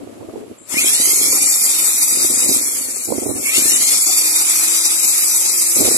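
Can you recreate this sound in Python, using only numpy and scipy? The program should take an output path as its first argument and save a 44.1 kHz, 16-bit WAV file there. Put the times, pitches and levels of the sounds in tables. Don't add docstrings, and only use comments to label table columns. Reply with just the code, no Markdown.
import sys
import numpy as np
from scipy import signal
from scipy.fft import rfft, irfft, dct, next_fast_len
from scipy.io import wavfile
from scipy.ndimage import uniform_filter1d

SR = 44100
rng = np.random.default_rng(int(sys.argv[2]) if len(sys.argv) > 2 else 0)


def dump(signal):
    limited = np.clip(np.atleast_2d(signal).T, -1, 1)
    pcm = np.round(limited * 32767).astype(np.int16)
    wavfile.write(sys.argv[1], SR, pcm)


def makeup_ratio(level_db):
    decades = np.asarray(level_db, float) / 20
    return 10 ** decades


N = 263629
TIME = np.arange(N) / SR

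# (power on [s], power off [s], full torque from [s], crawl speed [Hz], top speed [Hz])
PULLS = [
    (.67, 2.57, .69, 20, 330),
    (3.40, 6.2, 3.495, 148, 332.6),
]
# (time [s], nearness [dB], cable drag [dB], aim left minus right [dB])
HANDS = [(.67, -3.5, 2.5, 10), (.79, 0.5, -3, -1.5), (.93, 1.5, -2.5, -4), (1.25, 2, -3, -2),
         (1.65, 1, -1.5, -2), (1.97, 0.5, -2, -0.5), (2.01, 0.5, -1.5, -3.5), (2.06, 0.5, -2, -1),
         (2.57, 1, -2.5, -1.5), (3.12, -4, -4, 1), (3.6, 1.5, -3, -0.5), (3.95, 2, -1, -1),
         (4.01, 1, -4.5, -3), (4.08, 1, -1, -2), (4.56, 1, 1, -2.5), (5.07, 0.5, -1.5, 0),
         (5.62, 1.4, -3, -1.5), (5.98, 1.8, 0, -2.5)]


def evened(x):
    return x / np.sqrt(np.mean(x ** 2, -1, keepdims=True) + 1e-20)


def along(rows):
    s, *columns = np.transpose(rows)
    return np.array([np.interp(TIME, s, c) for c in columns])


def across(rows, hz):
    f, *columns = np.transpose(rows)
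    return np.array([np.interp(np.log(hz + 1), np.log(f), c) for c in columns])


def coloured(x, rows, lift_db=0.):
    size = next_fast_len(N)
    gain = makeup_ratio(across(rows, np.fft.rfftfreq(size, 1 / SR)) + lift_db)
    return irfft(rfft(x, size) * gain, size)[:, :N]


def drift(hz):
    r = np.exp(-2 * np.pi * hz * 8 / SR)
    coarse = signal.lfilter([1], np.convolve([1, -r], [1, -r]), rng.standard_normal(N // 8 + 2))
    return np.interp(TIME * SR / 8, np.arange(len(coarse)), evened(coarse)).astype(np.float32)


def whine(turns, multiple, width_hz, steady=.3):
    angle = (2 * np.pi * ((multiple * turns + rng.random()) % 1)).astype(np.float32)
    in_phase = steady * np.sqrt(2) + drift(width_hz)
    return in_phase * np.cos(angle) + drift(width_hz) * np.sin(angle)


def street():
    # (frequency [Hz], left [dB], right [dB])
    street_colour = [(55, -74, -63.5), (114, -60, -45), (168, -48.5, -51), (222, -58, -50.5),
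                     (587, -44, -51), (840, -73.5, -74), (1150, -70.5, -68), (1520, -74.5, -75),
                     (2380, -79, -72), (3200, -78.5, -76), (5750, -80.5, -82), (7700, -72, -90),
                     (10900, -91, -72.5), (12800, -92, -84)]
    noise = rng.standard_normal((2, N)) * makeup_ratio(1.2 * drift(5.7))
    quiet = [(f, l - 19 * (f < 800), r - 19 * (f < 800)) for f, l, r in street_colour]
    return coloured(noise, quiet, lift_db=31.5)


def gusts():
    # (start [s], length [s], left [dB], right [dB])
    gust_rows = [(0, 0.45, -36.5, -36), (0.726, 0.56, -48, -34), (1.006, 1.53, -45, -42.5),
                 (1.265, 0.12, -39, -32), (2.163, 0.39, -46, -30.5), (2.488, 0.53, -46, -40.5),
                 (3.087, 0.25, -60, -22.5), (3.23, 0.24, -34.5, -29.5), (3.561, 0.14, -36.5, -30.5),
                 (3.596, 0.57, -43.5, -45.5), (5.197, 0.33, -47.5, -55), (5.771, .3, -43, -22)]
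    calm_db, rise_s, fall_s = -44, 0.028, 0.19
    energy = np.full((2, N), makeup_ratio(calm_db) ** 2)
    for s, length, *port_db in gust_rows:
        rise = (TIME - s) / rise_s + 1
        fall = 1 - (TIME - s - length) / fall_s
        shape = np.clip(np.minimum(rise, fall), 0, 1)
        energy += (shape ** 2 * makeup_ratio(port_db)[:, None]) ** 2
    return 10 * np.log10(energy)


def eddies(rush_db):
    per_s, over_rush_db, eddy_hz = 22., 11, 333
    when, size, pitch = rng.random((200, 3)).T
    s = np.cumsum(-np.log(when + 1e-9)) / per_s
    db = np.minimum(np.interp(s, TIME, rush_db) + over_rush_db - 14 * size, -23)
    hz = eddy_hz * (.88 + .4 * pitch ** 3)
    return [row for row in zip(s, db, hz) if row[0] < N / SR]


def puffs(rows):
    out, t = np.zeros(N + 2000), np.arange(-500, 900) / SR
    for (s, db, hz), (phase, length, glide) in zip(rows, rng.random((len(rows), 3))):
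        span = (0.0022 + 0.00081 * length) * np.where(t < 0, .8, 1.7)
        angle = 2 * np.pi * (hz * t * (1 + 25 * (glide - .5) * t) + phase)
        wave = np.cos(angle) * np.exp(-abs(t / span) ** 2.74)
        wave += .5 * np.cos(1.82 * angle) * np.exp(-abs(t) / 0.0016)
        wave += 0.098 * np.cos(.3 * angle) * np.exp(-(t / 0.0065) ** 2)
        start = round(s * SR)
        out[start:start + len(t)] += makeup_ratio(db + 2) * wave
    return out[500:N + 500]


def wind():
    # (frequency [Hz], level [dB])
    rush_colour = [(30, -36), (110, -1), (160, -19), (240, 4.5), (330, 3.5), (600, -4), (900, -15.5),
                   (1400, -25), (1800, -46)]
    # (time [s], peak level [dB], frequency [Hz])
    puffs_left = [(0.033, -26, 295), (0.127, -30, 305), (0.183, -32, 360), (0.231, -28, 550),
                  (0.289, -23.5, 350), (0.296, -28.5, 643), (0.38, -23.5, 387), (0.438, -29, 397),
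                  (0.518, -32, 315), (1.133, -19, 355), (1.331, -22.5, 510), (1.418, -26, 298),
                  (2.125, -24.5, 292), (3.187, -21, 371), (3.233, -17.5, 431), (3.327, -29, 376),
                  (3.592, -21, 328), (3.658, -20.5, 286), (3.743, -23, 304), (3.805, -25, 319),
                  (4.101, -24, 716), (5.909, -22, 348)]
    puffs_right = [(0.074, -23.5, 388), (0.224, -27, 400), (0.338, -21.5, 340), (0.36, -19.5, 426),
                   (0.513, -24.5, 306), (0.743, -16.5, 293), (0.77, -15, 290), (0.846, -17, 340),
                   (1.001, -17, 303), (1.284, -22, 328), (2.173, -20.5, 325), (2.248, -15, 354),
                   (2.302, -17, 326.5), (2.515, -16, 310), (2.565, -19, 282), (3.09, -16, 400),
                   (3.105, -14.5, 412.6), (3.124, -12, 526), (3.183, -11, 325), (3.222, -15.5, 362),
                   (3.266, -11, 373), (3.291, -16, 322), (3.382, -27, 307), (3.582, -15.5, 317),
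                   (3.622, -19, 284), (4.09, -26, 725), (5.77, -18.5, 279), (5.816, -17, 370),
                   (5.876, -15.5, 360), (5.915, -18, 370)]
    lump_db = [4 * drift(27) + 2.3 * drift(5), 4 * drift(34) + 2.2 * drift(6.1)]
    lumps = rng.standard_normal((2, N)) * makeup_ratio(lump_db)
    breeze_db = gusts()
    small = np.array([puffs(eddies(port_db)) for port_db in breeze_db])
    large = np.array([puffs(puffs_left), puffs(puffs_right)])
    breeze_db = breeze_db + 1.4 * np.minimum(breeze_db + 39.5, 0)
    rush = evened(coloured(lumps, rush_colour)) * makeup_ratio(breeze_db - 0.5)
    return rush + small + large


def edge_tones():
    # (time [s], length [s], frequency [Hz], level [dB])
    whistles = [
        (0.064, 0.16, 690, -55),
        (0.235, 0.14, 660, -45),
        (0.363, 0.098, 430, -37),
    ]
    mono = np.zeros(N)
    for s, length, hz, db in whistles:
        swell = np.clip(np.minimum(TIME - s, s + length - TIME) / 0.011, 0, 1)
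        mono += makeup_ratio(db) * swell * whine(TIME, hz, 26)
    return mono * makeup_ratio([[0], [-9]])


def trigger():
    on = np.clip(np.minimum(TIME - .575, .69 - TIME) / 0.016, 0, 1)
    song = makeup_ratio(-43.5) * whine(TIME, 7560, 250) + makeup_ratio(-51) * whine(TIME, 9000, 150)
    return on * song * makeup_ratio([[0], [-8]])


def rotor():
    # (time constant [s], shape of the approach [exponent])
    spin_up = [
        (.19, .73),
        (.3, 1),
    ]
    coast_s, engage_s, release_s = 0.99, 0.15, 0.054
    speed, power = np.zeros(N), np.zeros(N)
    for (on, off, torque, crawl_hz, top_hz), (lag, shape) in zip(PULLS, spin_up):
        since = np.maximum(np.minimum(TIME, off) - torque, 0)
        driven = top_hz - (top_hz - crawl_hz) * np.exp(-(since / lag) ** shape)
        coast = np.exp(-np.maximum(TIME - off, 0) / coast_s)
        speed = np.maximum(speed, driven * coast * (TIME > on))
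        power += np.clip(np.minimum((TIME - on) / engage_s, 1 - (TIME - off) / release_s), 0, 1)
    return speed + 1, power


def shaft_tones(turns, share, power, pull):
    # (multiple of shaft [ratio], level over hiss [dB], width [Hz])
    mesh = [(3.715, -23.5, 330), (7.594, -18, 79), (11.43, -14.5, 140), (14.98, -12.5, 80),
            (18.75, -17, 240), (22.18, -16, 70), (25.73, -23, 270), (29.54, -18, 140), (32.83, -22.5, 220),
            (37.07, -16.5, 200)]
    slots_and_blades = [(2.557, -24.5, 17), (7.66, -20.5, 43), (11.716, -18.5, 46), (17.72, -17, 24),
                        (35.84, -24.5, 70), (38, -23, 72)]
    winding_slots = [(23.85, -17.5, 30), (25.0, -22.5, 51)]
    free = 1 - power
    slack = np.maximum(TIME - 3.9, 0)

    def wavering(orders):
        return sum(makeup_ratio(db) * (1 + .3 * drift(7.)) * whine(turns, k, w) for k, db, w in orders)

    tooth_db = -3.5 + 13.5 * pull - 6 * free - slack
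    unbalance_db = 1 + 37 * np.log10(share) + 8.5 * free
    tones = makeup_ratio(tooth_db) * wavering(mesh)
    tones += makeup_ratio(-slack) * wavering(slots_and_blades)
    slot_song = sum(makeup_ratio(db) * whine(turns, k, w) for k, db, w in winding_slots)
    tones += power * makeup_ratio(-2 * slack) * slot_song
    tones += makeup_ratio(unbalance_db - 24.5) * whine(turns, 0.99, 1.25, steady=2.4)
    return tones


def casing(hz):
    # (frequency [Hz], width [Hz], level [dB])
    resonances = [(1267, 60, 7.5), (1629, 133, -4), (2150, 140, 3.5), (2370, 91, 5), (3078, 500, -6),
                  (3954, 540, -2.5), (5150, 150, -1.5), (6245, 300, -2)]
    return sum(db * np.exp(-((hz - f) / w) ** 2) for f, w, db in resonances)


def motor():
    # (frequency [Hz], left [dB], right [dB])
    running_colour = [(55, -97, -91), (110, -67, -73), (160, -67, -70), (233, -60, -59), (674, -54.5, -61),
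                      (943, -58.5, -52.5), (1197, -56, -56), (1552, -58, -54.5), (2106, -50, -51),
                      (3022, -47, -50), (5390, -44.5, -45.5), (7644, -34.5, -46.5), (10370, -43, -37),
                      (13810, -46.5, -48)]
    # (frequency [Hz], likeness [0-1])
    likeness = [(100, 0.8), (350, 1), (700, 0), (2200, 0.56), (5000, 0.12), (9000, 0), (13000, 0.1)]
    speed, power = rotor()
    turns, share, free = np.cumsum(speed) / SR, speed / speed.max(), 1 - power
    pull = np.minimum(2 * power, 1) * np.minimum(1 - share, .55)
    tones = shaft_tones(turns, share, power, pull)

    common, left, right = rng.standard_normal((3, N)) * makeup_ratio(1.3 * drift(850))
    hz, s, z = signal.stft(np.array([common, left, right, tones]), SR, nperseg=512)
    hz = hz[:, None]
    at = np.minimum((s * SR).astype(int), N - 1)

    strain_db, strain_hz, strain_width_hz = 20., 2650., 800.
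    z[3] *= makeup_ratio(strain_db * np.exp(-((hz - strain_hz) / strain_width_hz) ** 2) * pull[at])

    same = np.clip(across(likeness, hz[:, 0])[0], 0, 1)[:, None]
    late = np.exp(-2j * np.pi * hz * 7 / SR)
    own = np.sqrt(1 - same)
    shared = np.sqrt(same) * z[0] + z[3]
    z = np.array([late * shared + own * z[1], shared + own * z[2]])

    near_db, rumble_db, pan_db = along(HANDS)[:, at]
    idle_db = np.maximum(-2 + 15 * np.log10(share), -28)
    hiss_db = near_db + (free * idle_db)[at]
    mid_pan_db = -0.75 - 6 * free[at] * share[at]
    low = 1 / (1 + (hz / 3800) ** 4)
    side_db = (low * mid_pan_db + (1 - low) * pan_db) / 2
    patches = rng.standard_normal(z.shape)
    patches = evened(uniform_filter1d(uniform_filter1d(patches, 8, 1), 9, 2))
    air_db = 1.0 * (hz > 11000) * drift(7.1)[at]
    tone_db = hiss_db + low * rumble_db + casing(hz) + 1.6 * patches + air_db
    z *= makeup_ratio(tone_db + np.array([side_db, -side_db]))
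    sound = signal.istft(z, SR, nperseg=512)[1][:, :N]

    shake = drift(21)
    shake -= uniform_filter1d(shake, size=8000)
    throb_db = 0.74 * np.cos(2 * np.pi * turns / 15) + 1.1 * shake
    switch = np.clip((TIME - .665) / 0.027, 0, 1)
    return coloured(sound * makeup_ratio(throb_db) * switch, running_colour, lift_db=29.5)


def scene():
    return street() + wind() + edge_tones() + trigger() + motor()


def thinned(x):
    # (frequency [Hz], level [dB])
    thresholds = [(500, -44), (1300, -25), (1600, -18), (2200, -18), (2800, -10), (3400, -9), (4200, -7.5),
                  (5400, -4), (6500, -7), (9000, -16), (11700, -5), (13000, -6.5)]
    hop, lead = 1024, 800
    window = np.sin(np.pi * (np.arange(2 * hop) + .5) / 2 / hop)
    padded = np.pad(x, ((0, 0), (lead + hop, 3 * hop - (N + lead) % hop)))
    blocks = padded.reshape(2, -1, hop)
    pairs = np.concatenate([blocks[:, :-1], blocks[:, 1:]], axis=2) * window
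    a, b, c, d = np.split(pairs, 4, axis=2)
    folded = np.concatenate([-c[..., ::-1] - d, a - b[..., ::-1]], axis=2)
    lines = dct(folded, type=4, norm="ortho")

    hz = (np.arange(hop) + .5) * SR / 2 / hop
    s = (np.arange(lines.shape[1]) * hop - lead) / SR
    treble = lines[..., (hz > 6500) & (hz < 12000)]
    treble_db = 10 * np.log10((treble ** 2).mean((0, 2)) + 1e-14)
    jumps = evened(uniform_filter1d(rng.standard_normal((64, len(s))), size=3, axis=1))
    jumps_db = 4.0 * np.repeat(jumps, 16, axis=0)
    drag_db = np.interp(s, TIME, along(HANDS)[1])
    coarse_db = np.where(s < PULLS[0][0], -2.5, 2.5 - .6 * drag_db)
    step_db = treble_db + coarse_db + jumps_db + across(thresholds, hz)[0][:, None]
    step = makeup_ratio(step_db).T / .6
    rounded = np.sign(lines) * np.floor(abs(lines) / step + .4) * step

    u, v = np.split(dct(rounded, type=4, norm="ortho"), 2, axis=2)
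    frames = np.concatenate([v, -v[..., ::-1], -u[..., ::-1], -u], axis=2) * window
    joined = frames[:, :-1, hop:] + frames[:, 1:, :hop]
    return joined.reshape(2, -1)[:, lead:N + lead]


def band_limit(x):
    return signal.sosfilt(signal.butter(12, 13930, fs=SR, output="sos"), x)


def record(dry):
    edge = signal.firwin(401, 13150, window=("kaiser", 9), fs=SR)[None]
    x = signal.oaconvolve(np.clip(dry, -1.05, 1.05), edge, "same")
    return band_limit(thinned(x))


dry = scene()
out = record(dry)
dump(out)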